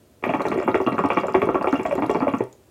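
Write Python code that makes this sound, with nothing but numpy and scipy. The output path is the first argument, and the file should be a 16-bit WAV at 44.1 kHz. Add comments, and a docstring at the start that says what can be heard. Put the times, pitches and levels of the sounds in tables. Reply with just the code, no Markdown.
"""Quick gulps of air break through the water in a glass pipe, close by in a small quiet room. Each bubble
bursts with a snap, the water slaps back and thumps softly, and the air pocket rings as a damped oscillator.
Tiny bubbles splash and churn, and all of this drives the resonances of the air in the glass. Spray ticks on the
wall, fine foam fizzes, one droplet pings clearly, and the room reverberates briefly."""
import sys
import numpy as np
from scipy import signal
from scipy.fft import rfft, irfft
from scipy.io import wavfile

SR = 44100
rng = np.random.default_rng(int(sys.argv[2]) if len(sys.argv) > 2 else 0)


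def pcm_store(signal):
    """Save signal as 16-bit PCM."""
    levels = np.round(np.clip(np.atleast_2d(signal), -1, 1) * 32767)
    wavfile.write(sys.argv[1], SR, levels.astype(np.int16).T)


N = 119070

# bursting bubbles, levels relative: start_s, pocket_hz, pocket_decay_s, pocket_db, slap_db, snap_db
BURSTS = [(0.226, 407, 0.004, -26, -34, -39), (0.239, 363, 0.0012, -14, -12, -13.5),
          (0.2655, 390, 0.0028, -14, -20.5, -43), (0.2922, 693, 0.0041, -13, -14, -19),
          (0.3008, 300, 0.0079, -18, -32, -31), (0.3375, 285, 0.0062, -19.5, -10, -18),
          (0.3446, 297, 0.0058, -15, -13, -29), (0.3958, 364, 0.0043, -15.5, -16, -28),
          (0.4048, 252, 0.0058, -16.5, -14, -25), (0.453, 432, 0.0084, -14.5, -15, -20.5),
          (0.4626, 380, 0.0051, -13.5, -21, -31), (0.4775, 615, 0.0074, -19, -21, -42),
          (0.5163, 397, 0.0044, -14.5, -15.5, -19.5), (0.522, 430, 0.0071, -23, -18, -46),
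          (0.5423, 440, 0.014, -19, -21.5, -43), (0.5574, 381, 0.0079, -16.5, -33, -37),
          (0.575, 350, 0.0037, -10.5, -24.5, -27.5), (0.5864, 370, 0.0086, -18, -36, -25.5),
          (0.6006, 444, 0.0068, -18.5, -20, -37), (0.6237, 600, 0.0088, -21, -19, -26.5),
          (0.6778, 366, 0.0086, -11, -6.5, -33), (0.6822, 278, 0.0083, -12.5, -13, -20.5),
          (0.7439, 396, 0.0037, -4.5, -10, -12), (0.7527, 402, 0.011, -12.5, -14, -57),
          (0.802, 388, 0.01, -10.5, -14.5, -33), (0.8643, 272, 0.0033, -12.5, -17.5, -19),
          (0.8732, 308, 0.0036, -8, -9, -33), (0.9208, 294, 0.013, -19, -17.5, -24.5),
          (0.942, 274, 0.003, -16, -21, -46), (0.9814, 345, 0.0029, -20, -10.5, -24),
          (0.99, 413, 0.0073, -11.5, -8, -26), (1.0383, 275, 0.0049, -13, -7.5, -28),
          (1.049, 291, 0.0052, -7.5, -14.5, -28), (1.1033, 484, 0.0017, -12, -5, -15),
          (1.1225, 375, 0.0092, -18, -15.5, -45), (1.167, 311, 0.0032, -15, -22, -32),
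          (1.1722, 309, 0.0055, -10.5, -5.5, -13.5), (1.234, 550, 0.0037, -25, -13.5, -31),
          (1.2392, 560, 0.0029, -14, -17, -44), (1.2828, 407, 0.0046, -16.5, -13.5, -31.5),
          (1.3434, 379, 0.0047, -20.5, -7, -26.5), (1.3482, 380, 0.0074, -4, -8, -14),
          (1.359, 390, 0.0031, -15.5, -22, -35), (1.4179, 376, 0.0044, -14, -11.5, -14.5),
          (1.4255, 407, 0.0074, -7.5, -28.5, -36), (1.471, 390, 0.0097, -11.5, -16.5, -51),
          (1.4888, 396, 0.0029, -7, -11, -29), (1.545, 388, 0.0034, -7.5, -12.5, -24),
          (1.5555, 301, 0.0072, -14, -8.5, -27), (1.6109, 280, 0.0031, -18, -13, -29.5),
          (1.643, 500, 0.0021, -9.5, -11, -32), (1.6722, 383, 0.0087, -11.5, -10, -17.5),
          (1.7277, 278, 0.013, -8.5, -10.5, -24.5), (1.743, 262, 0.0054, -14.5, -20.5, -27),
          (1.796, 362, 0.0046, -14.5, -18.5, -23), (1.8529, 656, 0.0071, -10.5, -16.5, -21),
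          (1.9108, 584, 0.0062, -14.5, -17, -23), (1.9249, 592.5, 0.007, -11.5, -38, -30),
          (1.9534, 387, 0.0051, -12, -24, -35), (1.979, 258, 0.0033, -13.5, -19, -28),
          (1.9864, 277, 0.008, -23.5, -10.5, -36), (2.0222, 308, 0.0055, -14, -15, -21),
          (2.0322, 303, 0.014, -13.5, -13.5, -38), (2.095, 406, 0.0049, -6, -10.5, -21),
          (2.1471, 381, 0.0023, -17.5, -13.5, -26), (2.154, 373, 0.002, -7, -15, -27),
          (2.2046, 243, 0.012, -21, -16.5, -28), (2.221, 263, 0.0034, -15, -16, -30),
          (2.2248, 278, 0.01, -12, -14.5, -31), (2.2686, 598, 0.0043, -9, -22.5, -34),
          (2.2797, 266, 0.005, -16, -13.5, -21.5), (2.337, 269, 0.0077, -10.5, -12.5, -26),
          (2.406, 414, 0.0021, -7.5, -17.5, -30)]
# droplets striking the glass, levels relative: start_s, level_db, pitch_hz
DROPLETS = [(0.4186, -28, 3950), (0.4234, -43, 4660), (0.4662, -34, 5770), (0.4843, -26, 3820),
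            (0.5053, -37, 4200), (0.5417, -36, 4040), (0.823, -44, 6700), (0.9883, -35.5, 7100),
            (1.021, -47, 3950), (1.0586, -31.5, 5400), (1.1323, -37, 4380), (1.201, -38, 6740),
            (1.269, -31.5, 6980), (1.323, -39, 7000), (1.626, -31.5, 4460), (1.7247, -32.5, 6400),
            (1.8322, -32.5, 7300), (1.8629, -34.5, 7360), (1.8944, -39, 7600), (1.954, -33.5, 7030),
            (2.0645, -35.5, 10700), (2.1007, -31, 5530), (2.1135, -30, 7300), (2.3865, -37.5, 7040),
            (2.4383, -38, 8650), (2.5272, -37, 6580)]
# a droplet that pings clearly: start_s, level_db, pitch_hz, decay_s
PLINKS = [(1.755, -30, 2776, 0.0059)]
# resonances of the air in the glass: centre_hz, bandwidth_hz, gain_db
AIR_MODES = [(122, 14, 1), (254.6, 50, -4), (377.2, 22.4, -4.5), (598.6, 26, -4.5), (662, 63, -4.5),
             (856, 37, -3), (895, 8.1, -6.5), (1046, 16, -0.5), (1123, 14, 0.5), (1233, 19, -0.5),
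             (1350, 72, -3.5), (1890, 74, 1.5), (2292, 74, 0), (2774, 70, 3), (3290, 90, 2.5)]
# frequency response of the glass and its open neck: frequency_hz, gain_db
GLASS_RESPONSE = [(40, -14), (90, -7.5), (160, -2.5), (260, -1), (700, -1.5), (1250, -4.5), (1650, -3.5),
                  (2000, -4), (2700, -0.5), (3050, -8.5), (3350, -5.5), (3800, -12.5), (7000, -14),
                  (16000, -30)]
# frequency response of the room's echo: frequency_hz, gain_db
ECHO_RESPONSE = [(50, -4.5), (150, -14.5), (280, -4), (600, -1.5), (1200, 1), (2400, -0.5), (6000, 9),
                 (16000, -8)]
# spectral shape of the still room's noise: frequency_hz, relative_db
AMBIENT_SPECTRUM = [(18, -85), (30, -21), (88, 3.5), (133, -8.5), (379, -7), (420, -11), (622, -10),
                    (728, -18.5), (2240, -28), (2490, -27), (5310, -31), (7260, -30), (15500, -34)]

SNAP_HZ, SLAP_HZ, THUMP_HZ = 2257, 1011, 85.5  # median pitches; each burst scatters about them


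def gulps():
    """Impulse excitation: each burst sets off a snap, a slap, a ringing air pocket and a soft thump."""
    out = np.zeros(N)
    scatter = np.exp(0.13 * rng.standard_normal((len(BURSTS), 3)))
    pitches = [SNAP_HZ, SLAP_HZ, THUMP_HZ] * scatter ** [0.5, 1, 2]  # the thump varies most
    for burst, (snap_hz, slap_hz, thump_hz) in zip(BURSTS, pitches):
        start, pocket_hz, decay_s, pocket_db, slap_db, snap_db = burst
        snap = undb(snap_db - 0.5) * ring(snap_hz, rise_s=0.00044, decay_s=0.00089)
        slap = undb(slap_db - 2) * ring(slap_hz, rise_s=0.0012, decay_s=0.0011)
        pocket = undb(pocket_db - 2) * ring(pocket_hz, rise_s=0.00052, decay_s=decay_s, glide_per_s=0.72)
        thump = undb(pocket_db - 21) * ring(thump_hz, rise_s=0.0067, decay_s=0.013)
        for lag_s, sound in (0, snap), (0, slap), (0.0012, pocket), (0, thump):
            add(out, start + lag_s, sound)
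    return out


def splashes():
    """Superposition: tiny bubbles cluster around each burst, their levels following its spectrum."""
    out = np.zeros(N)
    low_hz, high_hz, span_s, lead_s = 447.7, 3360, 0.018, 0.002005
    clusters = rng.random((len(BURSTS), 14, 3))
    for (start, pocket_hz, _, *levels_db), cluster in zip(BURSTS, clusters):
        for band, (when, pitch, strength) in enumerate(cluster):
            hz = low_hz * (high_hz / low_hz) ** ((band + pitch) / len(cluster))
            burst_db = np.interp(hz, [pocket_hz, SLAP_HZ, SNAP_HZ], levels_db)
            bubble = ring(hz, rise_s=0.5 / hz, decay_s=1.36 / hz)
            add(out, start - lead_s + span_s * when, undb(burst_db - 12 + 4 * strength) * bubble)
    return out


def bubble_swarm(per_s, floor_db, spread_db, low_hz, high_hz, decay_cycles, db_per_octave=0):
    """Constant-Q damping: while air flows, random small bubbles each decay in the same number of cycles."""
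    out = np.zeros(N)
    start, end = BURSTS[1][0], BURSTS[-1][0]
    draws = rng.random((2000, 3))
    for when, pitch, strength in draws[:int(per_s * (end - start))]:
        hz = low_hz * (high_hz / low_hz) ** pitch
        excess = min(-np.log(1 - strength), np.pi)  # capped exponential: many faint, few loud
        level_db = floor_db + db_per_octave * np.log2(hz / low_hz) + spread_db * excess
        bubble = ring(hz, rise_s=0.5 / hz, decay_s=decay_cycles / hz)
        add(out, start + when * (end - start), undb(level_db) * bubble)
    return out


def glass_cavity(water):
    """Cavity resonance: the air in the glass rings at its modes; little treble leaves the neck."""
    modes = sum(undb(db) * signal.lfilter(*signal.iirpeak(hz, hz / width_hz, fs=SR), water)
                for hz, width_hz, db in AIR_MODES)
    return colour(water + modes, GLASS_RESPONSE)


def spray():
    """Impact and decaying noise: droplets ping and splash, foam fizzes after snaps, fine bubbles tick."""
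    pings, envelope = np.zeros(N), np.zeros(N)
    splash_decay_s, foam_decay_s, fizz_band_hz = 0.0039, 0.026, [3180, 7570]
    t = np.arange(SR // 10) / SR
    for start, db, hz in DROPLETS:
        add(pings, start, undb(db - 6.5) * ring(hz, rise_s=0.00026, decay_s=0.0011, glide_per_s=36))
        add(envelope, start, undb(db - 9) * np.exp(-t / splash_decay_s))
    for start, *_, snap_db in BURSTS:
        add(envelope, start, undb(snap_db - 34) * np.exp(-t / foam_decay_s))
    bandpass = signal.butter(1, fizz_band_hz, "band", fs=SR, output="sos")
    fizz = signal.sosfilt(bandpass, envelope * rng.standard_normal(N))
    fine_bubbles = bubble_swarm(per_s=190, floor_db=-55.5, spread_db=5.5,
                                low_hz=3700, high_hz=15400, decay_cycles=4.2)
    return pings + fizz + fine_bubbles


def plink():
    """Free oscillation: one lightly damped droplet ping rings clear above the gurgle."""
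    out = np.zeros(N)
    for start, db, hz, decay_s in PLINKS:
        add(out, start, undb(db) * ring(hz, rise_s=0.0012, decay_s=decay_s))
    return out


def room_echo(sound):
    """Reverberation: quick reflections from the table and near walls, then a short diffuse tail."""
    wall_lag_s, early_t60_s, late_t60_s = 0.0046, 0.17, 0.34
    t = np.arange(SR // 2) / SR
    response, out = np.zeros(len(t)), np.zeros(N)
    for t60_s, db in (early_t60_s, -5), (late_t60_s, -9.5):
        tail = rng.standard_normal(len(t)) * undb(-60 * t / t60_s)
        response += undb(db) * tail / np.linalg.norm(tail)
    echo = signal.fftconvolve(sound, response)[:N]
    add(out, wall_lag_s, colour(echo, ECHO_RESPONSE))
    return out


def still_air(rms_db=-55):
    """Stationary noise: the faint, steady background of the room."""
    noise = colour(rng.standard_normal(N), AMBIENT_SPECTRUM)
    return undb(rms_db) * noise / noise.std()


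def ring(hz, rise_s, decay_s, glide_per_s=0):
    """Damped oscillator: a sine under a soft-starting envelope of peak 1; its pitch may glide upward."""
    t = np.arange(int(10 * (decay_s + rise_s) * SR) + 2) / SR
    envelope = (1 - np.exp(-t / rise_s)) ** 2 * np.exp(-t / decay_s)
    return envelope / envelope.max() * np.sin(2 * np.pi * hz * t * (1 + glide_per_s * t / 2))


def colour(sound, points, size=4096):
    """Minimum-phase filtering through points of frequency_hz, gain_db."""
    hz, db = np.array(points, float).T
    bins_hz = np.maximum(np.fft.rfftfreq(size, 1 / SR), 1)
    gain = undb(np.interp(np.log(bins_hz), np.log(hz), db))
    cepstrum = irfft(np.log(gain))
    cepstrum[1:size // 2] *= 2  # folding onto positive time makes the filter causal
    cepstrum[size // 2 + 1:] = 0
    response = irfft(np.exp(rfft(cepstrum)))
    return signal.fftconvolve(sound, response)[:len(sound)]


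def undb(db):
    """Decibels to amplitude ratio."""
    return 10 ** (np.asarray(db) / 20)


def add(out, start_s, sound):
    """Superpose a sound on the output from start_s onward."""
    i = int(np.clip(start_s * SR, 0, N - 1))
    out[i:i + len(sound)] += sound[:N - i]


def scene():
    """Direct and reverberant fields add: water in the glass, spray on its wall, the room around both."""
    churn = bubble_swarm(per_s=420, floor_db=-32.5, spread_db=3.5,
                         low_hz=169.2, high_hz=3290, decay_cycles=1.05, db_per_octave=-2.5)
    water = glass_cavity(gulps() + splashes() + churn) + plink()
    ticks = spray()
    echo = room_echo(water + undb(-10) * ticks)
    return (water + ticks + echo + still_air())[None]


def record(dry):
    """Band limiting: filters remove the deepest bass and the highest treble."""
    bass_cut_hz, treble_cut_hz = 41, 15900
    highpass = signal.butter(2, bass_cut_hz, "high", fs=SR, output="sos")
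    lowpass = signal.ellip(10, 0.1, 80, treble_cut_hz, fs=SR, output="sos")
    return signal.sosfilt(lowpass, signal.sosfilt(highpass, dry))


dry = scene()
out = record(dry)
pcm_store(out)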